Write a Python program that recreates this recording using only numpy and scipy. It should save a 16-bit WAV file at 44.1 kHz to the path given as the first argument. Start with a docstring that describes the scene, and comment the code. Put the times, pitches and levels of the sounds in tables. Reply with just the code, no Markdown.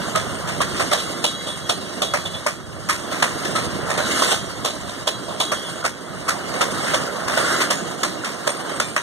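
"""Beside a railway line: freight cars roll past a few metres away, droning, rumbling, roaring and hissing (shaped noise).
The four axles at each coupling bang over three rail gaps in turn (noise bursts and knocks), and the struck wheels
ring on (fading tones). Loose steel knocks, rattles and chirps, faint tones give the hiss a tinkling grain, and two
trucks scrape past with a grinding sound. A phone hears it through two ports and sharpens its stereo by taking a
delayed copy of each port from the other."""
import sys
import numpy as np
from scipy import signal
from scipy.fft import rfft, irfft, next_fast_len
from scipy.io import wavfile
from scipy.ndimage import uniform_filter1d, map_coordinates

SR = 44100
rng = np.random.default_rng(int(sys.argv[2]) if len(sys.argv) > 2 else 0)


def generate_wav(sig):
    """Save sig (samples, or channels by samples) to the path in sys.argv[1] as 16-bit PCM at SR."""
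    pcm = np.round(np.clip(np.atleast_2d(sig).T, -1, 1) * 32767).astype(np.int16)
    wavfile.write(sys.argv[1], SR, pcm)


N = 397782  # length in samples, about 9 s

# Axles crossing rail gaps: start_s, share of the usual ring time, extra high knock_db, gap name, base level_db,
# brighter_db, heavier_db, rise_s, base fade by 60 dB_s, then pitch_hz and level_db of three main wheel tones
AXLE_BLOWS = [(0.1513, 0.84, 4.6, "second", -14, -2.5, 1.5, 0.0089, 0.15, 3380, -43, 3820, -53, 3940, -48),
              (0.6031, .7, 3, "second", -14, -3.5, 3, 0.016, 0.083, 3300, -41, 3850, -47, 3970, -40),
              (0.9112, 0.93, 0.1, "third", -9.5, -5, 1, 0.024, 0.12, 3360, -37, 3860, -33, 3980, -33),
              (1.2404, 1.3, 0.1, "third", -9.5, 2, -2, 0.0042, 0.1, 3310, -33.5, 3790, -33, 3920, -32.5),
              (1.692, 1.1, 0.1, "third", -10.5, 0.5, 2.5, 0.0056, 0.088, 3330, -43, 3910, -44, 4050, -40),
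              (2.019, 0.6, 0.1, "third", -12.5, 1, 2.5, 0.0031, 0.12, 3360, -34.5, 3820, -30.5, 4027, -48),
              (2.137, 0.83, 3, "first", -14.5, 0.5, 6.5, 0.0019, 0.13, 3270, -53, 3800, -50, 4080, -41),
              (2.463, .7, 0.1, "first", -14.5, 1.5, 1.5, 0.0033, 0.12, 3330, -49, 3780, -54, 4000, -58),
              (2.8879, 0.61, 3, "first", -11, 3, -9, 0.0098, 0.15, 3330, -41, 3780, -46, 3970, -55),
              (3.2219, .7, 0.1, "second", -10.5, -4.5, 1.5, 0.0064, 0.11, 3390, -57, 3800, -56, 3953, -56),
              (3.552, 0.93, 3, "second", -16.5, -3.5, 2, 0.012, 0.2, 3330, -52, 3940, -52, 4090, -38),
              (3.976, .7, 1.7, "second", -16.5, -4, 5.5, 0.0046, 0.16, 3350, -54, 3910, -33, 3970, -36),
              (4.316, 0.93, 0.1, "third", -13, 2, 4, 0.0069, 0.14, 3240, -41, 3838, -38, 4040, -48),
              (4.6453, 0.7, 0.1, "third", -12.5, -1, 0, 0.0059, 0.17, 3400, -54, 3860, -50, 3970, -35),
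              (5.071, 1.06, 0.1, "third", -10, 0, 0.5, 0.0072, 0.067, 3280, -40.5, 3810, -49, 3980, -37),
              (5.4009, 0.66, 0.1, "third", -11, 2.5, 1.5, 0.0034, 0.12, 3295, -33.5, 3870, -30, 3900, -33.5),
              (5.5168, 0.9, 1.5, "first", -14, 2, 4.5, 0.0026, 0.093, 3291, -37.5, 3797, -50, 3920, -50),
              (5.8412, .7, 1.5, "first", -12, 3, 2, 0.018, 0.077, 3280, -61, 3876, -62, 3955, -62),
              (6.28, .7, 3.3, "first", -11, 2.5, -2, 0.014, 0.099, 3420, -51, 3850, -59, 3930, -63),
              (6.608, .7, 1.5, "second", -11, -3.5, 2.5, 0.01, 0.087, 3300, -62, 3920, -58, 3900, -57),
              (6.9349, 0.59, 0.1, "second", -13, -3.5, -0.5, 0.011, 0.088, 3324, -48, 3800, -47, 3960, -51),
              (7.3726, 0.63, 1.5, "second", -14, -6, 6, 0.0049, 0.073, 3290, -42, 3860, -54, 4037, -52),
              (7.703, 0.8, 4, "third", -9, -5.5, -3, 0.0071, 0.11, 3334, -42, 3887, -55, 3950, -63),
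              (8.031, 0.96, 4, "third", -10.5, -6.5, -3.5, 0.003, 0.11, 3250, -58, 3850, -53, 3980, -38),
              (8.4682, 0.43, 8, "third", -13.5, -6.5, 4, 0.0078, 0.13, 3420, -41, 3846, -50, 3931, -51),
              (8.7991, .7, 8.6, "third", -11.5, -5.5, -2, 0.0025, 0.075, 3460, -51, 3870, -58, 4020, -60),
              (8.963, 0.63, 5, "first", -17, -4, 3.5, 0.0017, .09, 3240, -43, 3810, -40, 3900, -47)]
# Car bodies: time_s, base drone level_db, base rumble level_db
CAR_BODIES = [(0, -29, -32.5), (.6, -27, -31), (1.0, -33, -33), (1.5, -35, -33.5), (2.05, -31, -32.5),
              (2.7, -32.5, -32.5), (3.3, -30, -32.5), (3.85, -28, -33), (4.5, -32.5, -36),
              (5.199, -34.5, -30.5), (6.0, -35, -33), (6.5, -31.5, -34), (7.2, -32, -33), (7.7, -35, -31),
              (8.25, -40, -34.5), (9.02, -34.5, -33.5)]
# Tone colour of the wheel hiss: pitch_hz, relative level_db per Hz
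HISS_SPECTRUM = [(1200, -4), (2200, 3.5), (2450, -22), (2750, 3.5), (3400, -0.5), (4500, -2.5), (4750, 3.5),
                 (5300, -2.5), (6500, -3), (8600, -1.5), (9500, -6), (11000, -11), (12500, -17),
                 (15000, -21)]


def amp(db):
    """Turn a level in dB into a gain."""
    return 10 ** (np.asarray(db) / 20)


def unit(x):
    """Scale x to an rms (average strength) of 1."""
    return x / np.sqrt(np.mean(x ** 2))


def even(x):
    """Hold the level of x steady over about 20 ms."""
    power = np.abs(uniform_filter1d(np.mean(x ** 2, axis=0), size=900))
    return x / np.sqrt(power + 1e-9)


def along(points, hz, order=1):
    """Read one column of a table at the given pitches, on a log pitch axis."""
    columns = np.transpose(points)
    return np.interp(np.log(hz + 1), np.log(columns[0] + 1), columns[order])


def wobble(rate):
    """Draw a smooth random curve through `rate` random points a second."""
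    points = rng.standard_normal(int(N * rate / SR) + 4)
    return map_coordinates(points, [np.arange(N) * rate / SR])


def grid():
    """Give a fast Fourier transform length and its frequencies in Hz."""
    m = next_fast_len(N + 8192)
    return m, np.fft.rfftfreq(m, 1 / SR)


def rush(spectrum, patchy_db):
    """Make two unrelated noises of joint rms 1 that share random patches of louder and softer sound."""
    z = signal.stft(rng.standard_normal((2, N)), nperseg=512)[2]
    patches = uniform_filter1d(rng.standard_normal(z.shape[1:]), size=4, axis=0)
    patches = uniform_filter1d(patches, size=6, axis=1)
    pair = signal.istft(z * amp(patchy_db * unit(patches)), nperseg=512)[1][:, :N]
    m, hz = grid()
    closed = [(10, -120), *spectrum, (SR / 2, -120)]
    return unit(irfft(rfft(pair, m) * amp(along(closed, hz)), m)[:, :N])


def add_tones(out, s, hz, db, rise, t60, draw, beat=.61, sag=0, rough=0):
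    """Add fading, beating tones at s seconds; each port's tone sways in phase by itself, evening out the level."""
    rough_rate, rough_db, rough_rad = 45, 2.5, .35  # ringing steel wavers in level and phase, each tone by itself
    sag_s = .05  # a tone starts high by the share `sag` and settles in about this time
    t = np.arange(round(SR * min(np.max(t60), .44))) / SR
    gain = amp(db - 60 * t / t60) * (1 - np.exp(-t / rise))
    gain = gain * np.clip((t[-1] - t) / 0.025, 0, 1)  # a short fade closes the tone
    gain = gain * (1 + beat * np.cos(2 * np.pi * hz * 0.00516 * draw[0] * t + 10 * draw[1]))
    knots = rough * rng.standard_normal((2, len(draw[0]), 30))
    level, phase = [[np.interp(t * rough_rate, np.arange(30), row) for row in rows] for rows in knots]
    gain = gain * amp(rough_db * np.array(level))
    steady_turn = 2 * np.pi * hz * (t + sag * sag_s * (1 - np.exp(-t / sag_s)))
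    ports = []
    for port_draw in draw[2:4]:
        sway = .8 * np.sin(2 * np.pi * (7 + 2 * port_draw) * t + 7 * port_draw)
        turn = rough_rad * np.array(phase) + 10 * port_draw + sway
        ports.append(np.sum(gain * np.sin(steady_turn + turn), axis=0))
    out[:, round(s * SR):][:, :len(t)] += ports


def sprinkle(when, t, gain, hz, turns):
    """Place many short tones at chance times, each with its own starting phase at each port."""
    at = ((when * N).astype(int) + np.arange(len(t))).ravel()
    tones = [gain * np.sin(2 * np.pi * (hz * t + turn)) for turn in turns]
    return np.array([np.bincount(at, tone.ravel(), N + len(t))[:N] for tone in tones])


def levels():
    """Base rumble, roar, hiss and grinding in dB: rumble follows roar; scrapes add to all and alone grind."""
    # Rolling noise, loud near the trucks and low under the middle of a car: time_s, roar_db, hiss_db
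    rolling_levels = [(0.0, -29.5, -35), (0.45, -32.5, -39), (0.85, -30.5, -33.5), (1.4, -36, -39),
                      (2.001, -34.5, -39.5), (2.449, -36.5, -40), (2.62, -41.5, -47), (2.86, -36, -44),
                      (3.2, -30.5, -35.5), (3.6, -29, -35.5), (3.94, -27.5, -40), (4.6, -33.5, -39),
                      (5.3, -35.5, -41.5), (5.73, -32.5, -37), (5.92, -38, -46.5), (6.12, -36, -43.5),
                      (6.35, -30.5, -39.5), (6.9, -26, -31), (7.1, -27.5, -38.5), (7.8, -30, -37),
                      (8.27, -33.5, -41), (8.72, -29.5, -39), (9.02, -38.5, -41)]
    # Trucks scraping past: start_s, length_s before the final fade, rumble_db, roar_db, hiss_db, grinding_db
    scrapes = [(3.96, 0.35, -35, -25.5, -25, -32), (7.233, 0.4, -29.5, -27.5, -28.5, -27)]
    swell_s, cut_s = 0.25, 0.092  # a scrape builds slowly and stops short
    rumble_grows = 0.64  # dB of rumble for each dB of roar
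    t = np.arange(N) / SR
    time_s, roar, hiss = np.transpose(rolling_levels)
    roar_db, hiss_db = np.interp(t, time_s, roar), np.interp(t, time_s, hiss)
    rumble_db = np.interp(t, *np.transpose(CAR_BODIES)[::2]) + rumble_grows * (roar_db - roar_db.mean())
    no_grind_db = np.full(N, -np.inf)
    power = amp([rumble_db, roar_db, hiss_db, no_grind_db]) ** 2
    for start, length, *db in scrapes:
        building, stopping = (t - start) / swell_s, (start + length + cut_s - t) / cut_s
        shape = np.clip(np.minimum(building, stopping), 0, 1)
        power = power + (amp(db)[:, None] * shape) ** 2
    return 10 * np.log10(power + 1e-12)


def rolling():
    """Rough steel on steel: car bodies drone and rumble, rails roar, contact patches hiss, wheels sing faintly."""
    # Tone colours of drone, rumble, roar and grinding: pitch_hz, relative level_db per Hz
    drone_spectrum = [(22, -22), (45, -8.5), (70, -3), (130, -3.5), (200, -5.5), (350, -43)]
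    rumble_spectrum = [(70, -21), (150, -0.5), (250, -0.5), (350, -3), (450, -11), (700, -12), (1200, -47)]
    roar_spectrum = [(200, -23), (400, -4.5), (600, 1.5), (850, -0.5), (1250, 2.5), (1800, -4.5),
                     (2500, -20), (4000, -32)]
    grind_spectrum = [(250, -25), (345, 3), (480, -18), (700, -30), (1100, -4), (1500, 1), (2000, -11),
                      (2800, -32), (4000, -32)]
    # Faint singing of rolling wheels: pitch_hz, relative level_db
    singing_tones = [(3100, -3), (3320, 0), (3530, -2), (3840, 0), (3965, 0), (4500, -3), (6610, -5),
                     (8740, -5)]
    singing_width_hz, singing_db = 35, -11  # half width of each band; level against the hiss
    rumble_db, roar_db, hiss_db, grind_db = levels()
    shake = wobble(60)  # loose parts shake roar and hiss together
    drone_db = np.interp(np.arange(N) / SR, *np.transpose(CAR_BODIES)[:2])
    drone = amp(drone_db + 1.7 * wobble(4.7)) * rush(drone_spectrum, patchy_db=1.5)
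    rumble = amp(rumble_db + 1.8 * wobble(7)) * rush(rumble_spectrum, patchy_db=1.54)
    roar_gain = amp(roar_db - 5.0 + 1.15 * wobble(25) + 0.42 * shake)
    roar = roar_gain * rush(roar_spectrum, patchy_db=1.6)
    # the fastest wobble gives the hiss its fine grain
    hiss_gain = amp(hiss_db + 0.27 * wobble(25) + 1.5 * shake + 0.18 * wobble(400))
    hiss = hiss_gain * rush(HISS_SPECTRUM, patchy_db=2.3)
    grind = amp(grind_db + 1.4 * wobble(140)) * rush(grind_spectrum, patchy_db=0.0)
    bands = [(hz + side * singing_width_hz, db - 20 * abs(side))
             for hz, db in singing_tones for side in (-1, 0, 1)]
    singing = amp(hiss_db + singing_db) * rush([(2000, -60), *bands, (11000, -60)], patchy_db=4)
    return singing + grind + drone + rumble + roar + hiss


def rattle(count=12000):
    """Loose steel ticks densely all along the trucks, a few cycles at a time, following the roar."""
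    middle_hz, spread_octaves, cycles = 900, .8, 1.6
    level_db, spread_db = -5, 3  # level against the roar; unevenness of the ticks
    when, size, left, right = rng.random((count, 4)).T[..., None]
    hz = middle_hz * 2 ** np.clip(spread_octaves * rng.standard_normal((count, 1)), -1.5, 1.5)
    t = np.arange(SR // 150) / SR
    gain = amp(-spread_db * np.log(size + 0.0053)) * np.exp(-t * hz / cycles) * (1 - np.exp(-t * hz))
    ticks = sprinkle(when, t, gain, hz, (left, right))
    return amp(levels()[1] + level_db) * unit(ticks)


def tinkle(count=400):
    """Many short, faint high tones at chance times give the hiss a tinkling grain, following its level."""
    when, pitch, life, size, left, right = rng.random((count, 6)).T[..., None]
    t = np.arange(SR // 7) / SR
    hz = 1700 * 6.5 ** pitch
    hiss_db = levels()[2][(when * N).astype(int)]
    db = hiss_db - 5.5 + along(HISS_SPECTRUM, hz) - 3 * np.log(size + .08)
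    gain = amp(db - 60 * t / (0.077 + 0.35 * life)) * (1 - np.exp(-t / 0.0073))
    return sprinkle(when, t, gain, hz, (left, right))


def bangs():
    """Blows shake rail and truck: lumpy bursts and solid knocks, with a weaker tail sent back by cars and ground."""
    # Knocks of loose gear between gaps: start_s, base level_db, brighter_db, heavier_db, rise_s, base fade by 60 dB_s
    loose_knocks = [(0.472, -20, 1, 1.5, 0.015, 0.21), (0.7405, -37, -15.5, -6, 0.025, 0.15),
                    (0.7962, -14, -1, 2, 0.012, 0.1), (0.9699, -18.5, 5.5, -16, 0.033, 0.081),
                    (1.4655, -24.5, 8, 3, 0.012, 0.23), (2.252, -25.5, 9, 1, 0.007, 0.1),
                    (2.3381, -32, 13, 9, 0.011, .11), (3.114, -21.5, 0, -0.5, 0.015, 0.45),
                    (3.44, -20.5, 3.5, -10, 0.015, 0.15), (3.8912, -17.5, 0, 1, 0.016, 0.34),
                    (4.2193, -15, 4, 1.5, .002, 0.13), (4.875, -28, 5.5, -20, 0.022, 0.37),
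                    (5.282, -32, 10, 13.5, 0.0099, 0.33), (6.5389, -26, -3.5, 9, 0.0016, 0.18),
                    (6.863, -19.5, -2.5, -11, 0.019, 0.33), (7.2772, -19.5, -0.5, -0.5, 0.007, 0.75),
                    (7.6032, -12, 0.5, -5, 0.017, 0.069), (8.2435, -19, 1, -13, 0.0041, 0.26),
                    (8.693, -27, 0, -14, 0.0024, 0.19)]
    # Sound of each place, against the blow's level: thud_db, clank_db, clack_db, hiss_db,
    # low knock pitch_hz, high knock pitch_hz, knock level_db
    places = {"first": (-7.5, 0.5, -21.5, -6.5, 601, 1245, -8.5),
              "second": (-6, -5.5, -5.5, -7.5, 605, 1262.5, -5),
              "third": (-4.5, -11.5, -6.5, -8, 606, 1297, -19),
              "loose": (-3.5, -2, -12, -7, 596, 1229, -14.5)}
    # Tone colours of a blow's four bursts: pitch_hz, relative level_db per Hz
    thud_spectrum = [(150, -4), (350, -10.5), (600, -0.5), (850, -3.5), (1200, -10)]
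    clank_spectrum = [(600, -31), (950, 1), (1120, 1), (1280, 0.5), (1480, -2), (1900, -1), (2600, -6)]
    clack_spectrum = [(1500, -81), (2300, 4.5), (3500, 13.5), (4400, 2.5), (5500, -14)]
    burst_hiss_spectrum = [(3500, -4), (5000, 3), (8600, 1), (10000, -4), (12500, -12), (15500, -25)]
    # Fading times of thud, clank, clack and hiss, as shares of the blow's base fading time
    lasting = [1.23, 1.63, 1.7, 2.36]
    knock_scatter = .03  # share by which knock pitches vary
    crack_db, crack_t60_s = -3, .025  # the hard first edge of a blow in the treble
    # a sudden blow starts with a bright snap, weaker the slower the blow rises
    snap_db, snap_t60_s, snap_fades_s = 0, .008, .005
    fast_beat = np.array([8, 1, 1, 1, 1])[:, None, None]  # knocks beat faster than wheel tones
    t = np.arange(SR // 3) / SR
    power, knocks = np.zeros((4, N + len(t))), np.zeros((2, N + len(t)))
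    hits = [(row[0], *row[2:9]) for row in AXLE_BLOWS]
    hits += [(s, 0, "loose", *rest) for s, *rest in loose_knocks]
    draws = rng.standard_normal((len(hits), 5, 2, 1))
    for (s, extra_db, place, db, bright_db, heavy_db, rise, t60), draw in zip(hits, draws):
        *colour_db, low_hz, high_hz, knock_db = places[place]
        # a brighter blow trades clank for clack, a heavier one thuds more
        colour_db = colour_db + np.array([heavy_db, -bright_db, bright_db, 0])
        contact_gain = np.array([[.49], [.49], [.4], [.4]])
        first_contact = contact_gain * np.clip(t / 0.00033, 0, 1) / (1 + rise / 0.078)
        load = np.clip(t / max(rise, 1e-4), 0, 1)  # the full load arrives
        life = max(t60, .01) * np.array(lasting)[:, None]
        fade = amp(-60 * np.maximum(t - rise, 0) / life)
        tail = amp(-11.0 - 60 * t / 0.24)
        shape = (first_contact + 0.44 * load) * (fade + tail)
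        shape[2:] += load * amp(crack_db - 60 * np.abs(t - rise) / crack_t60_s)
        shape[3] += amp(snap_db - 60 * t / snap_t60_s) / (1 + (rise / snap_fades_s) ** 2)
        power[:, round(s * SR):][:, :len(t)] += (amp(db + colour_db)[:, None] * shape) ** 2
        tone_db = db + knock_db + np.array([[colour_db[0] + 10.5], [1.5 + extra_db]])
        hz = np.array([[low_hz], [high_hz]]) * np.exp(knock_scatter * draw[4])
        add_tones(knocks, s, hz, tone_db, 0.00059 + 0.099 * rise, 1.19 * t60, draw[:4] * fast_beat[:4])
        # the full load strikes the rail again
        add_tones(knocks, s + rise, hz[1:], tone_db[1:] - 3.5, .0006, 0.51 * t60, draw[::-1, :1] * fast_beat)
    lumps = amp(2.2 * wobble(220))  # rebounds a few ms apart
    spectra = (thud_spectrum, clank_spectrum, clack_spectrum, burst_hiss_spectrum)
    colours = [even(lumps * rush(spectrum, patchy_db=1.5)) for spectrum in spectra]
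    bursts = sum(np.sqrt(p[:N]) * colour for p, colour in zip(power, colours))
    return amp(-7.0) * (bursts + knocks[:, :N])


def strikes():
    """Wheels hit rail ends hard: a few cycles of the rail end and a lower knock of the truck."""
    # Hard strikes: start_s, base level_db, pitch_hz, base low knock level_db
    strike_table = [(0.153, -9, 1210, -15), (0.606, -5, 1120, -12.5), (0.804, -9, 1170, -26),
                    (0.921, -6, 1190, -15), (1.246, -3, 902, -26), (1.701, -14, 1290, -21),
                    (2.006, -22, 1110, -26), (2.023, -14, 1080, -17), (2.137, -7, 1250, -19),
                    (2.463, -7, 1010, -22), (2.895, -6, 1210, -34), (3.124, -23, 1470, -31),
                    (3.227, -1, 1110, -20), (3.458, -11, 1750, -28), (3.553, -14, 1270, -30),
                    (3.913, -11, 1800, -34), (3.979, -12, 1210, -18), (4.163, -19, 1560, -28),
                    (4.198, -12, 1230, -23), (4.222, -4, 1050, -26), (4.285, -15, 1240, -29),
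                    (4.312, -12, 1380, -26), (4.652, -13, 1020, -29), (5.074, -16, 1270, -16),
                    (5.406, -18, 1220, -21), (5.516, -12, 1260, -19), (5.757, -12, 1220, -26),
                    (5.828, -16, 1420, -34), (5.845, -8, 1310, -20), (6.287, -13, 1220, -30),
                    (6.608, -16, 1430, -19), (6.774, -19, 1680, -30), (6.946, -13, 1600, -19),
                    (7.029, -18, 1390, -25), (7.1, -16, 1370, -30), (7.374, -13, 1290, -18),
                    (7.451, -13, 1390, -31), (7.704, -10, 1270, -23), (8.036, -18, 1270, -29),
                    (8.213, -20, 1310, -34), (8.238, -12, 1360, -32), (8.477, -15, 1320, -11),
                    (8.801, -7, 1430, -14), (8.963, -4, 1280, -33)]
    strike_t60_s, strike_rise_s, strike_db = 0.026, 0.00056, -6  # level added to the table's
    low_hz, low_t60_s, low_offset_db = 595, 0.043, -2
    out = np.zeros((2, N + SR // 2))
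    draws = rng.standard_normal((len(strike_table), 4, 2, 1))
    for (s, db, hz, low_db), draw in zip(strike_table, draws):
        pitches = np.array([[hz], [low_hz]])
        tone_db = np.array([[db + strike_db], [low_db + low_offset_db]])
        t60 = np.array([[strike_t60_s], [low_t60_s]])
        add_tones(out, s, pitches, tone_db, strike_rise_s, t60, draw, beat=0)
    return out[:, :N]


def wheels():
    """A struck wheel rings on in three main tones and weaker ones around them; loose or rubbing steel chirps."""
    # Lesser wheel tones: base pitch_hz, level_db against the loudest main tone, usual fade by 60 dB_s
    lesser_tones = [(2740, -14, .4), (3100, -11, .9), (3530, -9, .6), (4490, -11, .9), (6610, -12, .9),
                    (8720, -12, .9)]
    # Usual time in which each of the three main tones fades by 60 dB [s]
    main_t60_s = [2.03, 0.76, 0.82]
    # Chirps: start_s, pitch_hz, base level_db, rise_s, fade by 60 dB_s
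    chirps = [(1.47, 8700, -26, 0.02, 0.24), (1.47, 3410, -26, .015, 0.19), (2.253, 2990, -32, .008, 0.19),
              (2.253, 3430, -24, .008, 0.15), (2.253, 7760, -32, .008, 0.13),
              (2.325, 3440, -29, 0.014, 0.24), (2.53, 7650, -36, .02, .3), (1.125, 3800, -37, .006, 0.067),
              (3.445, 5286, -33, .01, .35), (5.53, 3090, -38, .03, .6), (5.629, 2980, -31, .02, 0.22),
              (5.632, 3460, -31, .015, 0.22), (5.64, 8750, -32, .04, 0.32), (5.74, 6650, -36, .03, .3),
              (6.62, 10034, -36, .01, .35), (7.4, 7800, -19, .01, 0.065), (7.455, 7900, -22, 0.011, 0.11),
              (7.709, 6837, -37.5, .02, 1), (7.709, 8750, -41, 0.017, 0.82), (8.035, 4430, -38, .01, .6),
              (8.472, 8720, -29, 0.0085, 0.41), (8.74, 8200, -27.5, .01, 0.14),
              (8.975, 6100, -25, .006, 0.087), (8.805, 1840, -24, .008, 0.19),
              (8.805, 2358, -28, .04, 0.37), (8.805, 3600, -34, .01, 0.4), (8.805, 7400, -33, .01, 0.46),
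              (8.82, 8800, -33.5, 0.025, 0.72)]
    pitch_scatter, level_scatter_db = .006, 3  # lesser tones differ from wheel to wheel and blow to blow
    lesser_hz, lesser_db, lesser_t60 = np.transpose(lesser_tones)
    usual_t60 = np.r_[main_t60_s, lesser_t60][:, None]
    ring = np.zeros((2, N + SR // 2))
    draws = rng.standard_normal((len(AXLE_BLOWS), 6, len(lesser_tones) + 3, 1))
    for row, draw in zip(AXLE_BLOWS, draws):
        main_hz, main_db = np.reshape(row[9:], (3, 2)).T
        hz = np.r_[main_hz, lesser_hz * (1 + pitch_scatter * draw[5, 3:, 0])]
        db = np.r_[main_db, np.max(main_db) + lesser_db + level_scatter_db * draw[4, 3:, 0]]
        t60 = np.clip(row[1], .2, 2) * usual_t60
        add_tones(ring, row[0] + .003, hz[:, None], db[:, None], .004, t60, draw, beat=0.32, sag=.01, rough=1)
    for row, draw in zip(chirps, rng.standard_normal((len(chirps), 4, 1, 1))):
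        add_tones(ring, *row, draw, rough=0.82)
    flutter = amp(1.5 * wobble(60) - 1.5)  # the turning wheels make the tones waver
    # the ringing is kept mostly in the second port, so its level stays steady
    return ring[:, :N] * flutter * amp([[-8], [2]])


def scene():
    """Sound at two ports: alike in the bass, unrelated in the treble, where the phone's body shades one."""
    # The two ports: pitch_hz, likeness (0 to 1), lead of the second port_rad, first minus second level_db
    port_table = [(50, .994, .1, -2.6), (130, .991, .11, -3.1), (220, .987, .15, -2.9), (300, .97, .21, -2),
                  (400, .94, .36, -1.3), (500, .93, .85, -1.7), (600, .93, 1.2, -.6), (700, .89, 1.77, .4),
                  (800, .78, 2.48, 1.8), (900, .67, 3.14, 0), (1000, .45, 3.55, -1.3), (1400, .12, 3.6, 0),
                  (2000, .05, 3.6, -3), (3000, 0, 3.6, -2.8), (4300, 0, 3.6, -5), (5600, 0, 3.6, -4),
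                  (7000, 0, 3.6, -7), (8500, 0, 3.6, -7.5), (10300, 0, 3.6, 0)]
    m, hz = grid()
    a, b = rfft(rolling() + bangs() + strikes() + rattle() + wheels() + tinkle(), m)
    alike = np.clip(along(port_table, hz, order=1), 0, 1)
    second = alike * a + np.sqrt(1 - alike ** 2) * b
    second = second * np.exp(1j * along(port_table, hz, order=2))
    shade = amp(along(port_table, hz, order=3) / 2)
    return irfft([a * shade, second / shade], m)[:, :N]


def record(dry):
    """Take the delayed other port from each port, combing sum and difference; soften peaks and cut the top."""
    # Crossing of the ports: pitch_hz, share of the other port taken away, extra lag_turns
    cross_table = [(1600, .99, 0), (2450, 1, .022), (4950, .86, .026), (7600, .5, -.035),
                   (10000, .93, .008)]
    delay_s, top_hz = .000399, 15780
    m, hz = grid()
    ports = rfft(dry, m)
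    lag_turns = hz * delay_s + along(cross_table, hz, order=2)
    late = along(cross_table, hz) * np.exp(-2j * np.pi * lag_turns)
    x = irfft(ports - late * ports[::-1], m)
    x = x / (1 + np.abs(x / .95) ** 4) ** (1 / 4)
    return irfft(rfft(x) * (hz < top_hz), m)[:, :N]


dry = scene()
out = record(dry)
generate_wav(out)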